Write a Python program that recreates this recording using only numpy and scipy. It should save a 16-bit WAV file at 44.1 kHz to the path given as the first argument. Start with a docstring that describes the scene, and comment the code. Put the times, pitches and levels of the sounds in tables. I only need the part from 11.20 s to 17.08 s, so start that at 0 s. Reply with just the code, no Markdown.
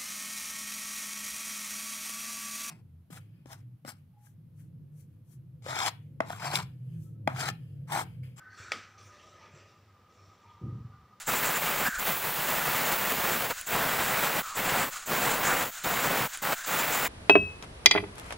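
"""Blow gun on a steel cup

In a workshop, close to the microphone, eight bursts of compressed air clean a small steel cup
turned in the hand. The nozzle hisses brightly; where the jet strikes cup and fingers it roars,
flutters and whistles on the rim. Between bursts a weak stream sighs across the hollow, and grit
ticks twice on the steel. Stray air puffs on the microphone, over a faint room rumble."""
import sys
import numpy as np
from scipy.fft import rfft, irfft, next_fast_len
from scipy.io import wavfile
from scipy.ndimage import map_coordinates

SR = 44100
rng = np.random.default_rng(int(sys.argv[2]) if len(sys.argv) > 2 else 0)


def put_to_file(sound):
    """Save the sound as 16-bit audio at rate SR, in the file named by the first command-line argument."""
    columns = np.atleast_2d(sound).T  # one column per channel
    safe = np.clip(columns, -1, 1)
    whole_steps = np.round(safe * 32767)
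    wavfile.write(sys.argv[1], SR, whole_steps.astype(np.int16))


N = 259308
T = np.arange(N) / SR

# Noise spectra of the jet, the weak stream and the room: f/Hz, relative density/dB
BUFFET_SPECTRUM = [(20, -11), (60, -11.5), (105, -8.5), (135, 0.5), (200, -1), (320, -4), (550, -1.5),
                   (800, -2), (1300, -7.5), (3000, -33), (8000, -80)]
ROAR_SPECTRUM = [(150, -49), (500, -6), (850, -1.5), (1400, 0), (2100, -2.5), (3000, -8.5), (4200, -13),
                 (6000, -17), (10000, -18.5), (16000, -27)]
HISS_SPECTRUM = [(500, -54), (2500, -3.5), (5500, -12.5), (9000, -10.5), (11500, -7.5), (13000, -4.5),
                 (14500, 0.5), (15700, 4.5), (16500, -3.5)]
SIGH_SPECTRUM = [(100, -24), (420, -26), (660, -5.5), (880, -8), (1300, 1.5), (2400, -2.5), (3300, -4.5),
                 (4100, -4), (5600, -7.5), (7100, 2), (8800, -8), (12000, -16.5), (15700, -28)]
ROOM_SPECTRUM = [(20, -4), (40, -10), (65, -19), (150, -21), (400, -28), (800, -25), (3000, -32)]
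# Trigger squeezes: open t/s, shut t/s, rise/s, fall/s,
# relative levels of hiss/dB, buffeting/dB and rim whistle/dB, rim f/Hz
SQUEEZES = [(.064, .699, 0.026, 0.036, -31, -5.5, -11, 7400),
            (.778, 2.335, .016, 0.03, -30, -4.5, -13.5, 7290),
            (2.458, 3.229, .029, 0.037, -32, -4, -14, 7490),
            (3.345, 3.708, 0.031, 0.065, -33, -3.5, -12, 7520),
            (3.853, 4.514, 0.056, 0.09, -32, -3, -12.5, 7260),
            (4.631, 5.082, .014, 0.032, -32.5, -3.5, -14, 7140),
            (5.213, 5.353, 0.01, 0.022, -33, -4.5, -15, 7300),
            (5.456, 5.889, 0.03, 0.029, -31.5, -6.5, -13.5, 7200)]
# How squarely the jet strikes the cup, one curve a burst: t/s, relative roar level/dB
AIM_CURVES = [
    [(0.09, -28), (0.226, -32.5), (0.23, -30), (0.372, -30), (0.398, -33.5), (0.436, -29.5), (0.644, -29.5),
     (0.666, -27), (0.68, -28.5)],
    [(0.8, -35), (0.808, -33.5), (0.842, -38), (0.884, -29), (0.984, -39), (1.048, -32.5), (1.122, -35),
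     (1.32, -29), (1.376, -31), (1.732, -29), (1.762, -33.5), (1.846, -30.5), (1.858, -32), (2.154, -30),
     (2.192, -34.5), (2.254, -30.5), (2.288, -37), (2.31, -26)],
    [(2.485, -35), (2.557, -28), (2.605, -30), (3.059, -28.5), (3.067, -29), (3.075, -30), (3.19, -28.5)],
    [(3.375, -29.5), (3.607, -28.5), (3.65, -30.5)],
    [(3.89, -31.5), (3.918, -29.5), (4.116, -28), (4.13, -31), (4.228, -31), (4.234, -27.5), (4.292, -28),
     (4.432, -29), (4.45, -30.5)],
    [(4.655, -31.5), (4.661, -29.5), (4.835, -29), (4.841, -28), (5.05, -29.5)],
    [(5.23, -35.5), (5.242, -32), (5.314, -30.5), (5.325, -28.5)],
    [(5.49, -31), (5.596, -26.5), (5.694, -31.5), (5.736, -27), (5.818, -30), (5.86, -26.5)],
]
# Brief swells and dips of the hiss: t/s, gain/dB, half-length/s
HISS_FLARES = [(.79, -1, .03), (0.895, 2.5, 0.044), (2.3, -3, 0.087), (3.0, 0.5, .12), (4.3, -2, .05)]
# Air catching an edge or the cup's mouth: t/s, level/dB, half-length/s, f/Hz, half-width/Hz
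EDGE_WHISTLES = [(0.021, -49, 0.009, 10000, 450), (0.363, -36, .016, 7350, 350),
                 (.666, -43, 0.0083, 5000, 180), (0.67, -28, 0.02, 1590, 190),
                 (2.312, -31, 0.0074, 1000, 600), (3.497, -29, .007, 2200, 1800),
                 (4.112, -37, .012, 7360, 700), (4.31, -28.5, 0.04, 1452, 300),
                 (4.645, -39, 0.0069, 3800, 303), (5.603, -36, .02, 7250, 260.7),
                 (5.746, -37, 0.02, 7140, 260), (5.847, -34, .01, 7260, 229)]
# The cup's hollow after each burst: shut t/s, relative level/dB, f/Hz, glide/(Hz/s)
HOLLOW_NOTES = [(-.07, -51, 1520, -800), (.699, -29, 1590, -1100), (2.335, -43, 1570, -500),
                (3.229, -34.5, 1330, -1400), (3.708, -40.5, 1282, 100), (4.514, -44.5, 1396, 400.5),
                (5.082, -43, 1560, -200), (5.353, -36.5, 1515, 1100)]
# Grit striking the cup: t/s, relative level/dB
GRIT_HITS = [(2.413, -27), (5.174, -27.5)]
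# Modes of the hand-held steel: f/Hz, relative level/dB, t60/s
STEEL_MODES = [(9740, 1.5, 0.0091), (10200, -18, .008), (7400, -12, .005), (3300, -5, .005)]
# Stray air on the microphone: t/s, envelope level/dB, half-length/s, f/Hz
MIC_PUFFS = [(0.688, -30.5, 0.0047, 220), (.742, -49, .01, 40), (0.783, -36, 0.0073, 35),
             (2.374, -58, .008, 70), (2.41, -52, 0.0071, 60), (3.27, -56, 0.011, 45),
             (3.74, -56, .01, 45.3)]

USUAL_ROAR_DB = -29.5  # reference for the aim curves
BUFFET_GROWS, RIM_GROWS, HISS_GROWS = 1.14, 1.43, .25  # dB gained per dB of aim
CHIRP_DB, CHIRP_DELAY_S, CHIRP_S = -38.5, .017, .008
# The weak stream's layers, either side of a knee just after the valve shuts: rise, fade in dB/s
HOLLOW_SLOPES, SIGH_SLOPES, LEAK_SLOPES = (105, 92), (95, 89), (-20, 250)
KNEE_S, SIGH_DB, LEAK_DB = .056, -40, -47  # time after shutting, levels at the knee
TOP_HZ = 15810


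def jet(opening):
    """Roar, rim whistle and hiss all follow the hand's aim and shake with the same eddies."""
    roar_db = np.interp(T, *np.concatenate(AIM_CURVES).T)
    aim_db = roar_db - USUAL_ROAR_DB + .5 * wobble(22.03)
    eddies_db = .5 * wobble(45) + .67 * wobble(170) + .48 * wobble(900)
    return (cup_roar(aim_db, eddies_db) + rim_whistle(opening, aim_db, eddies_db)
            + nozzle_hiss(aim_db, eddies_db))


def cup_roar(aim_db, eddies_db):
    """The jet breaks on cup and fingers: a roar and low buffeting that need full pressure."""
    *_, buffet_db, _, _ = held(SQUEEZES)
    flutter_db = eddies_db + 1.4 * wobble(50)
    buffet_gain = amp(USUAL_ROAR_DB + buffet_db - 2 + BUFFET_GROWS * aim_db + flutter_db)
    buffet = buffet_gain * rush(BUFFET_SPECTRUM)
    roar = amp(USUAL_ROAR_DB - .95 + aim_db + eddies_db) * rush(ROAR_SPECTRUM)
    return (buffet + roar) * valve(lag_s=.0036) ** .93


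def nozzle_hiss(aim_db, eddies_db):
    """The free jet hisses just after the valve opens, even at low pressure."""
    *_, hiss_db, _, _, _ = held(SQUEEZES)
    flare_db = sum(db * bell(at, length) for at, db, length in HISS_FLARES)
    gain = amp(hiss_db - .8 + flare_db + HISS_GROWS * aim_db + .79 * eddies_db)
    return gain * rush(HISS_SPECTRUM) * valve(lag_s=.0045) ** .44


def rim_whistle(opening, aim_db, eddies_db):
    """The rim chirps as the valve opens; its breathy whistle wanders as the jet shifts on the edge."""
    opens, *_, rim_db, rim_hz = held(SQUEEZES)
    flutter_db = .5 * eddies_db + 2.5 * wobble(30)
    gain = amp(USUAL_ROAR_DB + rim_db - .9 + RIM_GROWS * aim_db + flutter_db)
    whistle = gain * resonance(rim_hz + 130 * wobble(12), width_hz=810)
    chirp = amp(CHIRP_DB) * bell(opens + CHIRP_DELAY_S, CHIRP_S) * resonance(rim_hz, width_hz=680)
    return whistle * opening ** .44 + chirp


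def edge_whistles():
    """Bands of turbulence whistle or rasp briefly as the air sweeps past an edge."""
    return sum(amp(db) * bell(at, length) * resonance(hz, width)
               for at, db, length, hz, width in EDGE_WHISTLES)


def weak_stream(opening):
    """Slow air sighs and sounds the hollow, pitched by the covering hand; the nozzle's hiss drains."""
    shut, hollow_db, hollow_hz, glide = held(HOLLOW_NOTES)
    age = np.clip(T - shut, 0, .2)

    def swell_db(rise, fade):
        return rise * np.minimum(age - KNEE_S, 0) - fade * np.maximum(age - KNEE_S, 0)

    hollow_gain = amp(hollow_db - 4.5 + swell_db(*HOLLOW_SLOPES))
    hollow = hollow_gain * resonance(hollow_hz + glide * age, width_hz=170)
    sigh = amp(SIGH_DB + swell_db(*SIGH_SLOPES) + 1.7 * wobble(60)) * rush(SIGH_SPECTRUM)
    leak = amp(LEAK_DB + swell_db(*LEAK_SLOPES)) * rush(HISS_SPECTRUM)
    return (hollow + sigh + leak) * np.sqrt(1 - opening ** 2)


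def grit(crack_db=-3, crack_t60=.004):
    """Each grain gives a crack and a ring of steel that the hand damps at once."""
    ticks, t = np.zeros(N + SR), T[:SR // 10]
    ring = sum(amp(db - 60 * t / t60) * np.sin(2 * np.pi * hz * t) for hz, db, t60 in STEEL_MODES)
    for at, db in GRIT_HITS:
        crack = amp(crack_db - 60 * t / crack_t60) * rng.standard_normal(len(t))
        ticks[round(at * SR):][:len(t)] += amp(db - 1) * (ring + crack)
    return ticks[:N]


def mic_puffs():
    """Deflected air pushes softly on the microphone."""
    return sum(amp(db) * bell(at, length) * np.sin(2 * np.pi * hz * (T - at))
               for at, db, length, hz in MIC_PUFFS)


def room_tone():
    """The workshop rumbles faintly in the background."""
    return amp(-58.5) * rush(ROOM_SPECTRUM)


def valve(lag_s=0):
    """How far the valve stands open, 0-1; with a lag, the pressure that rises after it."""
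    opens, shut, rise, fall, *_ = held(SQUEEZES)
    return np.clip(np.minimum((T - opens - lag_s) / rise, (shut - T) / fall), 0, 1)


def held(rows):
    """Each row's values, held per sample from its time until the next row's."""
    rows = np.array(rows)
    return rows[np.maximum(np.searchsorted(rows[:, 0], T) - 1, 0)].T


def amp(db):
    """Decibels to gain."""
    return 10 ** (np.asarray(db) / 20)


def unit(x):
    """Scale to rms 1."""
    return x / np.sqrt(np.mean(x ** 2) + 1e-20)


def bell(at, half_length):
    """A Gaussian swell of height 1."""
    return np.exp(-((T - at) / half_length) ** 2)


def wobble(rate):
    """A smooth random curve of rms 1, rate knots a second."""
    knots = rng.standard_normal(int(N * rate / SR) + 4)
    return unit(map_coordinates(knots, [T * rate]))


def filtered(x, response):
    """Filter x by a gain that is a function of frequency."""
    size = next_fast_len(N + 8192)
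    return irfft(rfft(x, size) * response(np.fft.rfftfreq(size, 1 / SR)), size)[..., :N]


def rush(spectrum):
    """Noise of rms 1, shaped by points of f/Hz, level/dB."""
    f, db = np.transpose(spectrum)
    white = rng.standard_normal(N)
    return unit(filtered(white, lambda hz: amp(np.interp(np.log(hz + 1), np.log(f), db))))


def resonance(centre_hz, width_hz):
    """Noise of rms 1 in a resonance whose centre may move."""
    i, q = filtered(rng.standard_normal((2, N)), lambda hz: 1 / (1 + (hz / width_hz) ** 2))
    phase = 2 * np.pi * np.cumsum(centre_hz * np.ones(N)) / SR
    return unit(i * np.cos(phase) + q * np.sin(phase))


def scene():
    """One microphone close to the cup feeds both channels."""
    opening = valve()
    air = jet(opening) + weak_stream(opening) + edge_whistles()
    mono = air + grit() + mic_puffs() + room_tone()
    return np.array([mono, mono])


def record(dry):
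    """The camera's microphone channel passes nothing above its band limit."""
    return filtered(dry, lambda hz: hz < TOP_HZ)


dry = scene()
out = record(dry)
put_to_file(out)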